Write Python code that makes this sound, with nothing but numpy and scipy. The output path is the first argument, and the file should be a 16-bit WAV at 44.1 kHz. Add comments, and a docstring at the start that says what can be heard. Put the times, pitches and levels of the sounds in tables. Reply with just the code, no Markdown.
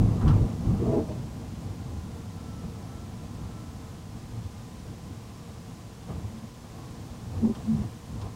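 """Inside a car on worn pavement.

The road rumbles through the body and roars in the tread, over an engine hum and a hiss of air. Bumps on a rough
opening stretch jolt the cabin: trim rubs and loose fittings rattle. A faint gear whine sinks as the car slows.
Late on the whine flares briefly into a husky squeal, then front and rear tyres cross a ridge and their air
booms."""
import sys
import numpy as np
from scipy import signal
from scipy.fft import rfft, irfft, next_fast_len
from scipy.io import wavfile
from scipy.ndimage import map_coordinates

SR = 44100
rng = np.random.default_rng(int(sys.argv[2]) if len(sys.argv) > 2 else 0)


def master_out(mix):
    """Clip the mix to full scale and print it as 16-bit PCM to the path in sys.argv[1]."""
    frames = np.transpose(np.atleast_2d(mix))
    ceiling = np.clip(frames, -1, 1)
    pcm = np.round(ceiling * 32767).astype(np.int16)
    wavfile.write(sys.argv[1], SR, pcm)


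N = 368235
TIME = np.arange(N) / SR


def undb(db):
    """Decibels to gain."""
    return 10 ** (np.asarray(db) / 20)


def unit(x):
    """Scale to rms 1."""
    return x / np.sqrt(np.mean(x ** 2))


def curves(table):
    """Interpolate each column over the times in the first, one value a sample."""
    times, *columns = np.transpose(table)
    return [np.interp(TIME, times, column) for column in columns]


def shaped(x, response):
    """Filter by a gain that is a function of frequency; rms 1."""
    size = next_fast_len(N + SR // 2)
    hz = np.maximum(np.arange(size // 2 + 1) * SR / size, 1)
    return unit(irfft(rfft(x, size) * response(hz), size)[:N])


def noise(colour):
    """Noise with a spectrum of (Hz, dB) points; rms 1."""
    hz, db = np.transpose(colour)
    return shaped(rng.standard_normal(N), lambda f: undb(np.interp(np.log(f), np.log(hz), db)))


def walk(rate_hz):
    """Smooth random drift; rms 1."""
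    return noise([(rate_hz / 2, 0), (rate_hz, -6), (4 * rate_hz, -90)])


def even(x, span_s):
    """Flatten swells slower than the span; rms 1."""
    power = signal.fftconvolve(x ** 2, signal.windows.hann(max(int(span_s * SR), 8)), "same")
    return unit(x / np.sqrt(np.abs(power) + 1e-9))


def bell(peak_s, half_s):
    """Gaussian swell and fall."""
    return np.exp(-.5 * ((TIME - peak_s) / half_s) ** 2)


def phase(hz):
    """Running phase of a moving frequency, in radians."""
    return 2 * np.pi * np.cumsum(hz) / SR


def tone(hz, waver):
    """Sine whose pitch wavers by a fraction; rms 1."""
    return np.sqrt(2) * np.sin(phase(hz * (1 + waver * walk(39.2))))


# Pavement coarseness. Each row: time in seconds, dB above ordinary asphalt.
COARSENESS = [(0, 9), (0.5, 9), (0.57, 4.5), (0.68, 7.5), (1.0, 4.5), (1.35, 0.5), (2.15, 0), (2.3, -1),
              (2.45, 0.5), (3.45, -1), (3.9, -1), (4.03, -2.5), (4.18, -1), (4.44, -1), (4.5, -3),
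              (4.6, -0.5), (5.1, -2), (5.7, -0.5), (5.98, -3.5), (6.2, 2), (6.55, -4), (6.8, 1.5), (7.3, 2),
              (7.8, 7), (8.02, -2), (8.12, 2), (8.35, -2)]
# Cabin hiss spectrum. Each row: frequency in Hz, density in dB.
AIR_SPECTRUM = [(500, 9), (1500, 3.5), (2400, 0), (3100, 0.5), (4000, 0), (5500, -0.4), (7000, -1.5),
                (9000, -5), (12000, -11), (15500, -13)]


def air(level_db=-53):
    """Air hisses in the cabin, a touch louder over coarse pavement."""
    coarse_db, = curves(COARSENESS)
    return noise(AIR_SPECTRUM) * undb(level_db + 0.17 * coarse_db)


# Engine and accessory tones. Each row: frequency in Hz, level in dB.
HUM_TONES = [(87, -66), (108, -55.5), (455, -63), (1005, -67.5), (1044, -69.5)]


def engine_hum(flutter_db=2.5, waver_hz=7):
    """The engine and its accessories hum, each tone wavering in level and pitch."""
    return np.sqrt(2) * sum(undb(db + flutter_db * walk(7)) * np.sin(phase(hz + waver_hz * walk(7.46)))
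                            for hz, db in HUM_TONES)


# Road speed as gear pitch. Each row: time in seconds, mesh frequency in Hz.
GEAR_PITCH = [(2.0, 1410), (2.4, 1340), (2.6, 1326), (2.76, 1305), (2.95, 1334), (3.15, 1350), (3.35, 1380),
              (3.72, 1305), (4.0, 1265), (4.5, 1210), (5.6, 1142), (6.75, 1094), (8.35, 1034)]
# Gear whine. Each row: time in seconds, level in dB.
WHINE_LEVEL = [(0, -79), (1.9, -73), (2.25, -65), (2.58, -59), (2.78, -65), (3.05, -67), (3.3, -72),
               (3.6, -62), (3.95, -70), (4.3, -73), (8.35, -67)]


def gear_whine(flutter_db=2.9, waver_hz=11):
    """Meshing gears whine thinly, gliding with the road speed."""
    mesh_hz, = curves(GEAR_PITCH)
    level_db, = curves(WHINE_LEVEL)
    gain = undb(level_db + flutter_db * walk(10))
    return np.sqrt(2) * gain * np.sin(phase(mesh_hz + waver_hz * walk(56)))


def gear_squeal(centre_hz=1092, width_hz=50, level_db=-57.5):
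    """The gear whine flares briefly into a husky squeal at the mesh pitch."""
    band = shaped(rng.standard_normal(N), lambda f: 1 / (1 + (2 * (f - centre_hz) / width_hz) ** 2))
    return undb(level_db) * bell(peak_s=6.83, half_s=0.08) * even(band, span_s=0.087)


# Body rumble, tyre drone and tread roar spectra. Each row: frequency in Hz, density in dB.
RUMBLE_SPECTRUM = [(20, -22), (35, -12.5), (60, -4), (85, -1), (110, 1), (140, -5.5), (175, -4.5),
                   (260, -53), (2000, -103)]
DRONE_SPECTRUM = [(100, -35), (165, 0), (200, 1.5), (238, 3), (275, -4), (330, -5.5), (400, -16.5),
                  (700, -20.5), (3000, -90)]
TREAD_SPECTRUM = [(200, -14), (380, -1), (465, 12), (570, 2.5), (700, 7.5), (800, 8), (910, 2), (1030, 3),
                  (1200, 0.5), (1500, -13), (2500, -14), (8000, -41)]


def road(cruise_gear_hz=1435, patchy_db=1.5):
    """Pavement grain shakes the body, drones in the tyres' air and roars in the tread, more at speed."""
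    gear_hz, = curves(GEAR_PITCH)
    coarse_db, = curves(COARSENESS)
    speed = gear_hz / cruise_gear_hz
    rumble = even(noise(RUMBLE_SPECTRUM), span_s=0.22) * undb(-38.5 + coarse_db) * speed ** 2.12
    drone = even(noise(DRONE_SPECTRUM), span_s=0.21) * undb(-43 + coarse_db) * speed ** 2.04
    roar = noise(TREAD_SPECTRUM) * undb(-53.5 + 0.87 * coarse_db + patchy_db * walk(29)) * speed ** 0.82
    return rumble + drone + roar


# Loose fittings. Each row: start in seconds, knock level in dB, knock decay in seconds,
# tick level in dB, tick decay in seconds.
RATTLE_HITS = [(0.21, -39.5, 0.033, -52, 0.012), (0.258, -40, 0.032, -62, 0.01),
               (0.277, -39, 0.016, -40, 0.014), (0.303, -31.5, 0.011, -58, 0.012),
               (0.327, -45, 0.015, -55, 0.0065), (7.547, -46, 0.012, -48, 0.014),
               (7.766, -54, 0.03, -62, 0.02), (8.211, -51, 0.02, -48, 0.016)]
# Knock and tick spectra. 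Each row: frequency in Hz, density in dB.
KNOCK_SPECTRUM = [(500, -42), (1000, 21), (1300, 13), (1600, 7), (2100, 0), (3200, -46), (8000, -47)]
TICK_SPECTRUM = [(1200, -21), (2400, -7), (3100, 2.5), (3800, -3), (5400, -3), (7000, -18), (9000, -12),
                 (14000, -42)]


def rattles(chatter_db=1.0, chatter_hz=400, attack_s=0.0041):
    """Jolted fittings chatter briefly: a hollow plastic knock and a thin, bright tick."""
    def burst(start_s, db, decay_s):
        attack = np.clip((TIME - start_s) / attack_s, 0, 1)
        return undb(db) * attack * np.exp(-np.abs(TIME - start_s) / decay_s)
    knock = sum(burst(start_s, db, decay_s) for start_s, db, decay_s, _, _ in RATTLE_HITS)
    tick = sum(burst(start_s, db, decay_s) for start_s, _, _, db, decay_s in RATTLE_HITS)
    hits = knock * noise(KNOCK_SPECTRUM) + tick * noise(TICK_SPECTRUM)
    return hits * unit(undb(chatter_db * walk(chatter_hz)))


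# Trim panel modes. Each row: frequency in Hz, width in Hz, gain in dB.
TRIM_MODES = [(235.4, 29, 4), (318.4, 24, 6), (411, 9.4, 6.5), (454.5, 13, 6), (604, 15, 1), (647, 16, 0.5),
              (803, 27, -12), (983, 22, -13), (1130, 220, -36)]
# Trim rubs. Each row: tightest grip in seconds, level in dB, swell in seconds, tilt in dB per octave.
TRIM_RUBS = [(0.438, -43, 0.023, 1), (0.825, -34, 0.022, -10.5), (0.885, -32.5, 0.025, -4.5),
             (0.935, -32.5, 0.026, 2.5), (0.977, -29.5, 0.022, 0.5), (1.015, -40, 0.013, -4),
             (1.108, -44, 0.024, 5.5), (1.16, -51.5, 0.0079, 5)]


def trim(slip_hz=109.9, jitter=0.16, uneven_db=2, grit=1.16, release_s=0.0195, stiffen=0.04):
    """The body twists and trim rubs: stick-slip pulses and grit ring the panel, swell, then let go."""
    def panel(f):
        return sum(undb(db) / (1 + 1j * (f / hz - hz / f) * hz / (2 * width_hz)) ** 2
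                   for hz, width_hz, db in TRIM_MODES)
    slip_count = np.floor(phase(slip_hz * np.exp(jitter * walk(97.1))) / (2 * np.pi))
    slips = unit(np.diff(slip_count, prepend=0) * undb(uneven_db * walk(140)))
    ring = shaped(slips + grit * rng.standard_normal(N), panel)
    grips = []
    for peak_s, db, swell_s, _ in TRIM_RUBS:
        swell = np.exp(-np.abs(TIME - peak_s) / swell_s)
        grips.append(undb(db) * np.where(TIME < peak_s, swell, bell(peak_s, release_s)))
    grip = np.linalg.norm(grips, axis=0)
    pitch_ratio = 1 + stiffen * (grip / grip.max() - .5)  # strain raises the modes
    ring = map_coordinates(ring, [np.cumsum(pitch_ratio)], order=3, mode="mirror")
    shares = np.square(grips) / (grip ** 2 + 1e-18)
    tilted = sum(share * shaped(ring, lambda f: undb(tilt * np.log2(f / 450)))
                 for share, (*_, tilt) in zip(shares, TRIM_RUBS))
    return even(tilted, span_s=0.012) * grip


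# Pavement bumps. Each row: peak in seconds, thud in dB, half length in seconds, tread slap in dB,
# boom pitch in Hz, boom in dB.
ROAD_BUMPS = [(0.01, -23, 0.1, -46, 106.3, -28), (0.013, -31, 0.017, -54, 102, -24),
              (0.236, -22.5, 0.012, -47, 89, -36), (0.265, -22, 0.012, -43, 75.8, -18.5),
              (0.298, -20, 0.017, -36.5, 150, -14), (0.362, -24, 0.031, -40.5, 99.6, -17.5),
              (0.43, -21, 0.021, -55, 104.3, -31), (0.702, -23, 0.031, -51, 105, -23.5),
              (0.744, -26.5, 0.019, -48, 199.3, -28), (0.868, -28.5, 0.068, -43, 120.3, -29.5),
              (1.188, -37, 0.012, -63, 122.1, -33), (1.674, -42, 0.05, -56, 92.2, -40.5),
              (1.873, -48, 0.018, -66, 120.7, -33.5), (1.975, -50, 0.043, -68, 76.2, -35.5),
              (2.655, -37, 0.022, -60, 180.7, -36), (3.442, -39.5, 0.063, -54, 106.3, -46),
              (4.155, -39, 0.025, -56, 110.3, -39), (4.383, -44, 0.042, -58, 113, -36),
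              (4.462, -44, 0.009, -63, 87.6, -30.5), (4.9, -41.5, 0.023, -64, 108.1, -40.5),
              (5.106, -39.5, 0.03, -61, 102.5, -44), (6.106, -35.5, 0.019, -43.5, 121, -47),
              (6.17, -35.5, 0.028, -57, 124.8, -44), (6.256, -39, 0.022, -72, 102.5, -34.5),
              (6.368, -50, 0.027, -68, 226, -41), (6.443, -43, 0.014, -51, 225.5, -39),
              (7.38, -33.5, 0.059, -48.5, 91.6, -37), (7.748, -37, 0.017, -57, 156.6, -26.5),
              (7.8, -31.5, 0.025, -51, 204, -32), (7.85, -42, 0.042, -62, 117.9, -37.5),
              (8.145, -34.5, 0.037, -63, 111.7, -37.5), (8.247, -38, 0.038, -46, 102.1, -38.5)]
# Body thud and cabin sway spectra. Each row: frequency in Hz, density in dB.
THUD_SPECTRUM = [(18, -51), (38, -11), (52, -0.5), (75, 2.5), (118, 3.5), (165, 1), (220, -6), (320, -12),
                 (450, -16.5), (800, -66), (3000, -83)]
SWAY_SPECTRUM = [(10, -36), (28, -20), (40, 31), (58, -4), (110, -33), (1000, -125)]


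def bumps(sway_db=-6.5, hard_thud_db=-22.5):
    """Bumps thud through the springs, make the body boom and slap the tread; hard ones sway the cabin."""
    thuds, slaps, boom = [], [], 0
    for peak_s, thud_db, half_s, slap_db, boom_hz, boom_db in ROAD_BUMPS:
        load = bell(peak_s, half_s)
        thuds.append(undb(thud_db) * load)
        slaps.append(undb(slap_db) * load)
        boom += undb(boom_db) * load * tone(boom_hz, waver=0.031)
    thud_gain = np.linalg.norm(thuds, axis=0)
    slap_gain = np.linalg.norm(slaps, axis=0)
    hardness = thud_gain / undb(hard_thud_db)
    sway = even(noise(SWAY_SPECTRUM), span_s=0.11) * undb(sway_db) * hardness
    thud = even(noise(THUD_SPECTRUM), span_s=0.059)
    return thud_gain * (thud + sway) + boom + slap_gain * noise(TREAD_SPECTRUM)


# Front tyres climb and leave a ridge, then the rear ones cross. Each row: peak in seconds, boom in dB,
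# swell in seconds, fade in seconds, overtone in dB, panel ring in dB.
RIDGE_HITS = [(7.455, -17.5, 0.019, 0.018, -29.5, -42), (7.497, -24.5, 0.014, 0.016, -33.5, -35),
              (7.7, -21.5, 0.016, 0.039, -56, -55)]
# Rough cavity overtone spectrum. Each row: frequency in Hz, density in dB.
OVERTONE_SPECTRUM = [(180, -6.5), (240, 4), (320, -6), (420, -7), (620, -20), (900, -19), (1800, -59),
                     (8000, -100)]


def ridge(cavity_hz=222, panel_hz=393):
    """A ridge rings the tyres' air cavities, with a rough overtone and a boxy panel ring."""
    overtone = even(noise(OVERTONE_SPECTRUM), span_s=0.034)
    booms = np.zeros(N)
    for peak_s, boom_db, swell_s, fade_s, overtone_db, panel_db in RIDGE_HITS:
        envelope = bell(peak_s, np.where(TIME < peak_s, swell_s, fade_s))
        cavity = undb(boom_db) * tone(cavity_hz, waver=0.015)
        panel = undb(panel_db) * tone(panel_hz, waver=0.0387)
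        booms += envelope * (cavity + undb(overtone_db) * overtone + panel)
    return booms


def scene():
    """All sources at the windscreen, in mono."""
    chassis = road() + bumps() + ridge() + trim() + rattles()
    return (chassis + engine_hum() + gear_whine() + gear_squeal() + air())[None]


def record(dry):
    """Steep low-pass at 15750 Hz."""
    return signal.sosfilt(signal.ellip(10, .2, 80, 15750, fs=SR, output="sos"), dry)


dry = scene()
out = record(dry)
master_out(out)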